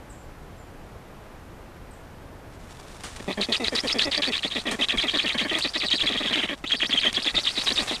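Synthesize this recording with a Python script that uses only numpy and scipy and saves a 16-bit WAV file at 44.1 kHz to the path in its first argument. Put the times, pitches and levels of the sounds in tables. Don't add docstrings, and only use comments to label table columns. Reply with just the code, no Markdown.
import sys
import numpy as np
from scipy import signal
from scipy.fft import rfft, irfft
from scipy.io import wavfile
from scipy.ndimage import map_coordinates

SR = 44100
rng = np.random.default_rng(int(sys.argv[2]) if len(sys.argv) > 2 else 0)


def store_wav(level_fs):
    pcm = np.round(np.clip(np.atleast_2d(level_fs), -1, 1) * 32767)
    wavfile.write(sys.argv[1], SR, pcm.T.astype(np.int16))


N = 352800
TIME = np.arange(N) / SR


def undb(db):
    return 10 ** (np.asarray(db) / 20)


def unit(x):
    return x / np.sqrt(np.mean(x ** 2))


def add(out, start_s, x):
    i = int(start_s * SR)
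    out[i:i + len(x)] += x[:N - i]


def at(curve, time_s):
    times, *columns = np.transpose(curve)
    return [np.interp(time_s, times, column) for column in columns]


def colour(x, eq):
    hz, db = np.transpose(eq)
    bins = np.arange(len(x) // 2 + 1) * SR / len(x)
    gain = undb(np.interp(np.log(bins + 1), np.log(hz), db))
    return unit(irfft(rfft(x) * gain, len(x)))


def wander(hz):
    return unit(signal.sosfilt(signal.butter(2, hz, fs=SR, output="sos"), rng.standard_normal(N)))


def scatter(x, db, decay_s):
    echoes = rng.standard_normal(SR) * np.exp(-TIME[:SR] / decay_s)
    return x + undb(db) * signal.fftconvolve(x, echoes / np.linalg.norm(echoes))[:N]


# freq_hz, gain_db
FOREST_EQ = [(15, -12), (25, 1), (91, -4), (250, -11), (620, -13.5), (1700, -22), (4200, -34.5),
             (7420, -39), (14000, -42)]


def forest(level_db=-48):
    return colour(rng.standard_normal(N), FOREST_EQ) * undb(level_db)


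# start_s, length_s, pitch_hz, fall_octaves, level_db
BIRD_PEEPS = [(0.093, 0.026, 8900, 0.29, -52.5), (0.122, 0.013, 8600, 0.38, -57), (.17, .07, 7700, .1, -67),
              (.565, .075, 7600, 0.1, -66), (1.908, 0.015, 9200, 0.21, -57.5),
              (1.93, 0.016, 9000, 0.38, -60)]


def small_birds():
    out = np.zeros(N)
    for start, length, hz, fall, db in BIRD_PEEPS:
        age = np.linspace(0, 1, int(length * SR))
        buzz = fall / 5 * wander(700)[:len(age)]
        pitch = hz * 2 ** (buzz - fall * np.sin(np.pi * age / 2))
        phase = 2 * np.pi * np.cumsum(pitch) / SR
        add(out, start, undb(db) * np.sin(np.pi * age) * np.sin(phase))
    return out


# peak_s, level_db
WING_GUSTS = [(3.682, -39), (4.08, -36), (4.98, -33), (6.04, -38), (7.359, -32.5)]


def gusts(width_s=0.017):
    swells = sum(undb(db) * np.exp(-((TIME - peak) / width_s) ** 2) for peak, db in WING_GUSTS)
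    return wander(72) * swells


# time_s, level_db
FEATHER_LEVEL = [(2.5, -66), (2.75, -59.5), (3.7, -45.5), (5.7, -49.5), (6.6, -57), (7.85, -36.5),
                 (8, -45.5)]
# start_s, level_db, decay_s
TWIG_KNOCKS = [(3.036, -39.5, 0.038), (3.162, -41.5, 0.0057), (3.751, -27.5, 0.0074), (4.713, -28, 0.017),
               (5.586, -25, 0.01), (7.129, -26, 0.0031)]
# freq_hz, gain_db
HISS_EQ = [(2000, 14.5), (5000, 10.5), (9000, 9), (13000, -11.5)]


def wings(grain_db=1.0, crackle_db=-4, snaps_per_s=90):
    force = undb(np.interp(TIME, *np.transpose(FEATHER_LEVEL), left=-np.inf) + 2 * wander(30))
    snaps = (rng.random(N) < snaps_per_s / SR) * rng.uniform(-1, 1, N)
    crackle = undb(crackle_db) * force * colour(scatter(snaps, db=6, decay_s=.0012), HISS_EQ)
    for start, db, decay in TWIG_KNOCKS:
        add(force, start, undb(db) * np.exp(-TIME[:SR] / decay))
    grains = rng.standard_normal(N) * undb(grain_db * wander(1300))
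    return crackle + force * colour(grains, HISS_EQ)


# centre_hz, width_hz, gain_db
FORMANTS = [(240, 89, 9), (626, 286, 3), (1204, 65, 2.5), (1890, 114, 7), (2487, 146, 3), (3430, 130, 1.5)]


def throat(x, low_db, upper_db, shift=1):
    out = np.zeros(len(x))
    for k, (hz, width, db) in enumerate(FORMANTS):
        centre = hz * shift
        ring = signal.lfilter(*signal.iirpeak(centre, centre / width, fs=SR), x)
        out += (-1) ** k * undb(db + (low_db if k < 2 else upper_db)) * ring
    return out


# time_s, croak_pitch_hz, croak_fall_log_ratio,
# croak_bright_db, croak_honk_db, squeak_swoop_octaves, squeak_swoop_db
VOICE_CURVES = [(3.278, 206.3, 0.11, -6, -13, 0.46, -18.5), (3.72, 288.9, .18, -3.5, 7, 0.63, -11.5),
                (4.4, 303.6, 0.39, -0.5, -6, 0.39, -21.5), (5.8, 356.6, 0.47, 2.5, -33, .5, -24),
                (6.4, 343.5, 0.52, 2, -29, 0.29, -21), (6.75, 346, 0.46, 3.5, -14, 0.065, -28.5),
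                (7.9, 359.5, 0.46, -1, -25, 0.27, -23.5)]
# time_s, level_db
CROAK_EFFORT = [(3.2, -39), (3.28, -31.5), (3.8, -28.5), (4.65, -30.5), (5.2, -29), (7.9, -31.5)]
# start_s, length_s
CROAK_CUES = [ (3.2, 0.0054), (3.279, .046), (3.374, 0.055), (3.487, 0.039), (3.598, 0.05), (3.721, .031),
              (3.836, 0.033), (3.943, 0.038), (4.052, 0.045), (4.173, 0.034), (4.27, 0.043), (4.447, 0.016),
              (4.556, 0.032), (4.654, 0.062), (4.715, 0.039), (4.789, 0.035), (4.926, 0.037),
              (5.034, 0.037), (5.133, 0.041), (5.24, .03), (5.344, 0.029), (5.407, 0.029), (5.447, 0.027),
              (5.511, 0.032), (5.554, 0.027), (5.645, .022), (5.755, 0.022), (5.831, 0.028), (5.936, .018),
              (6.031, 0.028), (6.099, 0.022), (6.143, 0.023), (6.202, .022), (6.242, 0.027), (6.306, 0.027),
              (6.353, .056), (6.433, 0.026), (6.495, 0.047), (6.64, 0.0079), (6.741, 0.013), (6.828, 0.024),
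              (6.891, 0.009), (6.937, 0.023), (7.044, 0.047), (7.052, 0.035), (7.173, 0.02), (7.262, 0.013),
              (7.342, 0.014), (7.377, 0.015), (7.574, 0.014), (7.705, 0.026), (7.789, 0.039),
              (7.906, 0.041)]


def croaks(breath=0.14, fundamental_db=-6, throat_spread=.055, release_s=.006):
    out, jitter = np.zeros(N), .12 * wander(250)
    hiss, strength = rng.standard_normal(N), undb(3 * wander(250))
    variations = rng.standard_normal((len(CROAK_CUES), 3))
    for (start, length), (detune, sag, gape) in zip(CROAK_CUES, variations):
        start_hz, fall, bright_db, honk_db = at(VOICE_CURVES, start)[:4]
        now = np.flatnonzero((TIME >= start) & (TIME < start + length + release_s))
        age = (TIME[now] - start) / length
        progress = age / age[-1]
        settled = np.sin(np.pi * progress / 2)
        glide = -fall * (1 + .3 * sag) * age
        pitch = start_hz * np.exp(glide + (1.2 - settled) * jitter[now] + .03 * detune)
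        cycles = np.cumsum(pitch) / SR
        pulses = np.diff(np.floor(cycles), prepend=-1) * strength[now]
        puffs = breath * hiss[now] * np.exp(-2 * (cycles % 1))
        tone = undb(fundamental_db) * np.cos(2 * np.pi * cycles)
        honk = undb(honk_db) * np.cos(4 * np.pi * cycles)
        rattle = unit(throat(pulses + puffs, 0, bright_db, shift=1 + throat_spread * gape))
        voice = rattle + settled * (tone - honk)
        envelope = np.sin(np.pi * np.sqrt(progress)).clip(0) ** .5
        out[now] += undb(at(CROAK_EFFORT, start)[0]) * unit(voice * envelope)
    return out


# start_s, length_s, top_pitch_hz, level_db
SQUEAL_CUES = [(5.605, .056, 4250, -32), (5.769, 0.041, 5220, -34), (5.838, 0.065, 4240, -34),
               (5.938, 0.06, 4350, -32.5), (6.655, 0.06, 3930, -36.5), (6.75, 0.055, 5100, -36.5),
               (6.853, 0.066, 5850, -32.5), (6.983, 0.042, 4620, -32.5), (7.137, 0.039, 4920, -31.5),
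               (7.218, 0.033, 4930, -31.5), (7.385, 0.07, 6030, -33.5), (7.489, 0.082, 5700, -36.5),
               (7.61, 0.068, 6420, -32), (7.714, 0.056, 5920, -30), (7.928, 0.043, 4400, -34)]


def squeals(foot_hz=2300, bill_hz=4200, thin_db_per_octave=-26, twin_ratio=1.1, twin_db=-6,
            overtone_db=-18):
    out = np.zeros(N)
    for ratio, voice_db in (1, 0), (twin_ratio, twin_db):
        shake, waver, tremble = .06 * wander(1040), .045 * wander(120), undb(5.2 * wander(300))
        for start, length, top_hz, db in SQUEAL_CUES:
            now = np.flatnonzero((TIME > start) & (TIME < start + length))
            arch = 1 - abs(2 * (TIME[now] - start) / length - 1) ** 1.5
            hoarse = np.interp(start, (7, 7.5), (1, 2))
            wobble = np.exp(waver[now] + hoarse * (1 - arch / 2) * shake[now])
            pitch = ratio * (foot_hz + (top_hz - foot_hz) * arch) * wobble
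            thin_db = thin_db_per_octave * np.log2(pitch / bill_hz).clip(0)
            blow = undb(db + voice_db + thin_db) * np.sqrt(2 * np.sqrt(arch)) * tremble[now]
            phase = 2 * np.pi * np.cumsum(pitch) / SR
            out[now] += blow * (np.sin(phase) + undb(overtone_db) * np.sin(2 * phase))
    return out


# middle_s, level_db
SQUEAK_CUES = [ (3.314, -38), (3.423, -26.5), (3.538, -26.5), (3.66, -31), (3.774, -30.5), (3.894, -27),
               (4.006, -24.5), (4.132, -25.5), (4.239, -24), (4.339, -24.5), (4.444, -26), (4.521, -30),
               (4.565, -28.5), (4.681, -30), (4.827, -20.5), (4.901, -21), (4.99, -20.5), (5.089, -24),
               (5.196, -22), (5.301, -23.5), (5.405, -25), (5.505, -26.5), (5.551, -24), (5.655, -26.5),
               (5.758, -27), (5.821, -27), (5.924, -20), (6.016, -21), (6.081, -21.5), (6.132, -28),
               (6.183, -25), (6.239, -29), (6.28, -24.5), (6.345, -23), (6.393, -25.5), (6.433, -25.5),
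               (6.495, -32.5), (6.727, -19.5), (6.826, -20), (6.935, -19.5), (6.982, -18.5), (7.04, -22.5),
               (7.072, -18.5), (7.171, -21.5), (7.279, -20), (7.374, -19.5), (7.476, -21), (7.581, -23),
               (7.687, -22), (7.784, -21), (7.9, -28)]
# time_s, lead_in_s, tail_share_of_wait
SQUEAK_SHAPE = [(3.3, 0.012, 0.32), (3.78, 0.024, 0.38), (4.12, 0.019, 0.57), (4.45, 0.02, 0.62),
                (4.9, 0.016, 0.36), (5.3, 0.026, 0.51), (6.4, .02, 0.59), (6.75, 0.027, 0.4),
                (7.9, 0.027, 0.43)]


def phrasing(sibling_from_s=5.03, sibling_every_s=0.12, sibling_db=-25.5, longest_wait_s=.11):
    sibling = [(sibling_from_s + k * sibling_every_s, sibling_db) for k in range(4)]
    rows = []
    for calls, size in (SQUEAK_CUES, 1), (sibling, .5):
        middles, db = np.transpose(calls)
        wait = np.minimum(np.diff(middles, append=np.inf), longest_wait_s)
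        lead, share = at(SQUEAK_SHAPE, middles)[:2]
        rows += zip(middles, size * lead, size * share * wait, db)
    return rows


# time_s, pitch_hz
SQUEAK_PITCH = [(3.5, 3437), (3.88, 3717), (4.45, 3336), (4.85, 3126), (5, 3340), (5.5, 3108), (5.7, 3897),
                (5.85, 3480), (6.5, 3146), (6.8, 3280), (7.03, 3206), (7.65, 3850), (7.9, 3490)]


def squeaks(core_s=0.00833, full_swoop_s=0.039, scoop=0.71, flutter=0.1346, crack=0.78,
            pitch_spread=.018, swoop_spread=.1, throat_spread=.055, lock_db=-20,
            thin_db_per_octave=-4, rasp_db=-6, overtone_db=-27, hiss_db=-13.5):
    whistle, breakup, air = np.zeros((3, N))
    shake, slip, tremble = wander(1390), wander(145), wander(197)
    calls = phrasing()
    for (middle, lead, tail, db), (detune, reach) in zip(calls, rng.standard_normal((len(calls), 2))):
        hz = at(SQUEAK_PITCH, middle)[0] * (1 + pitch_spread * detune)
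        swoop, swoop_db = at(VOICE_CURVES, middle)[4:]
        now = np.flatnonzero((TIME > middle - lead) & (TIME < middle + tail))
        t = TIME[now] - middle
        place = t / np.where(t < 0, lead, tail)
        core = np.exp(-(t / core_s) ** 4)
        arch = np.sin(np.pi / 2 * abs(place) ** 1.3) * np.where(t < 0, scoop, 1)
        rise_octaves = swoop * (1 + swoop_spread * reach) * arch * min(tail / full_swoop_s, 1)
        lock = .8 * core * min(undb(db - lock_db), 1)
        rough = (1 - lock) / (1 + (rise_octaves / .42) ** 2)
        dive = crack * np.tanh(np.maximum(slip[now], 0) ** 2 / 2)
        pitch = hz * 2 ** rise_octaves * np.exp(rough * (flutter * shake[now] - dive))
        fade = np.sqrt(1 - place ** np.where(t < 0, 20, 2))
        shoulder = undb(swoop_db + 0.96 * (db + 16)) * fade
        envelope = core * undb(db) + (1 - core) * shoulder * undb(thin_db_per_octave * rise_octaves)
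        blow = envelope * undb(4 * (1 - core / 2) * tremble[now])
        phase = 2 * np.pi * np.cumsum(pitch) / SR
        whistle[now] += np.sqrt(2) * blow * (np.sin(phase) + undb(overtone_db) * np.sin(2 * phase))
        breakup[now] += blow * rough
        air[now] += shoulder
    slaps = rng.standard_normal(N) * undb(3.5 * wander(470))
    ringing = throat(slaps, low_db=5, upper_db=16.5)
    flexing = np.cumsum(1 + throat_spread * wander(15))
    rasp = breakup * unit(map_coordinates(ringing, [flexing], mode="mirror"))
    hiss = air * colour(rng.standard_normal(N), HISS_EQ)
    return whistle + undb(rasp_db) * rasp + undb(hiss_db) * hiss


def scene():
    chicks = scatter(squeaks() + squeals() + croaks(), db=-13, decay_s=.005)
    far_birds = scatter(small_birds(), db=-1.5, decay_s=0.066)
    return (chicks + wings() + gusts() + far_birds + forest())[None]


def record(dry, boost_db=5, knee_db=-35, settle_s=0.14, top_hz=14100):
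    step = 1 / (settle_s * SR)
    power = signal.lfilter([step], [1, step - 1], dry ** 2)
    gain = undb(boost_db / (1 + power / undb(knee_db) ** 2))
    high_cut = signal.ellip(10, .2, 70, top_hz, fs=SR, output="sos")
    return signal.sosfilt(high_cut, dry * gain)


dry = scene()
out = record(dry)
store_wav(out)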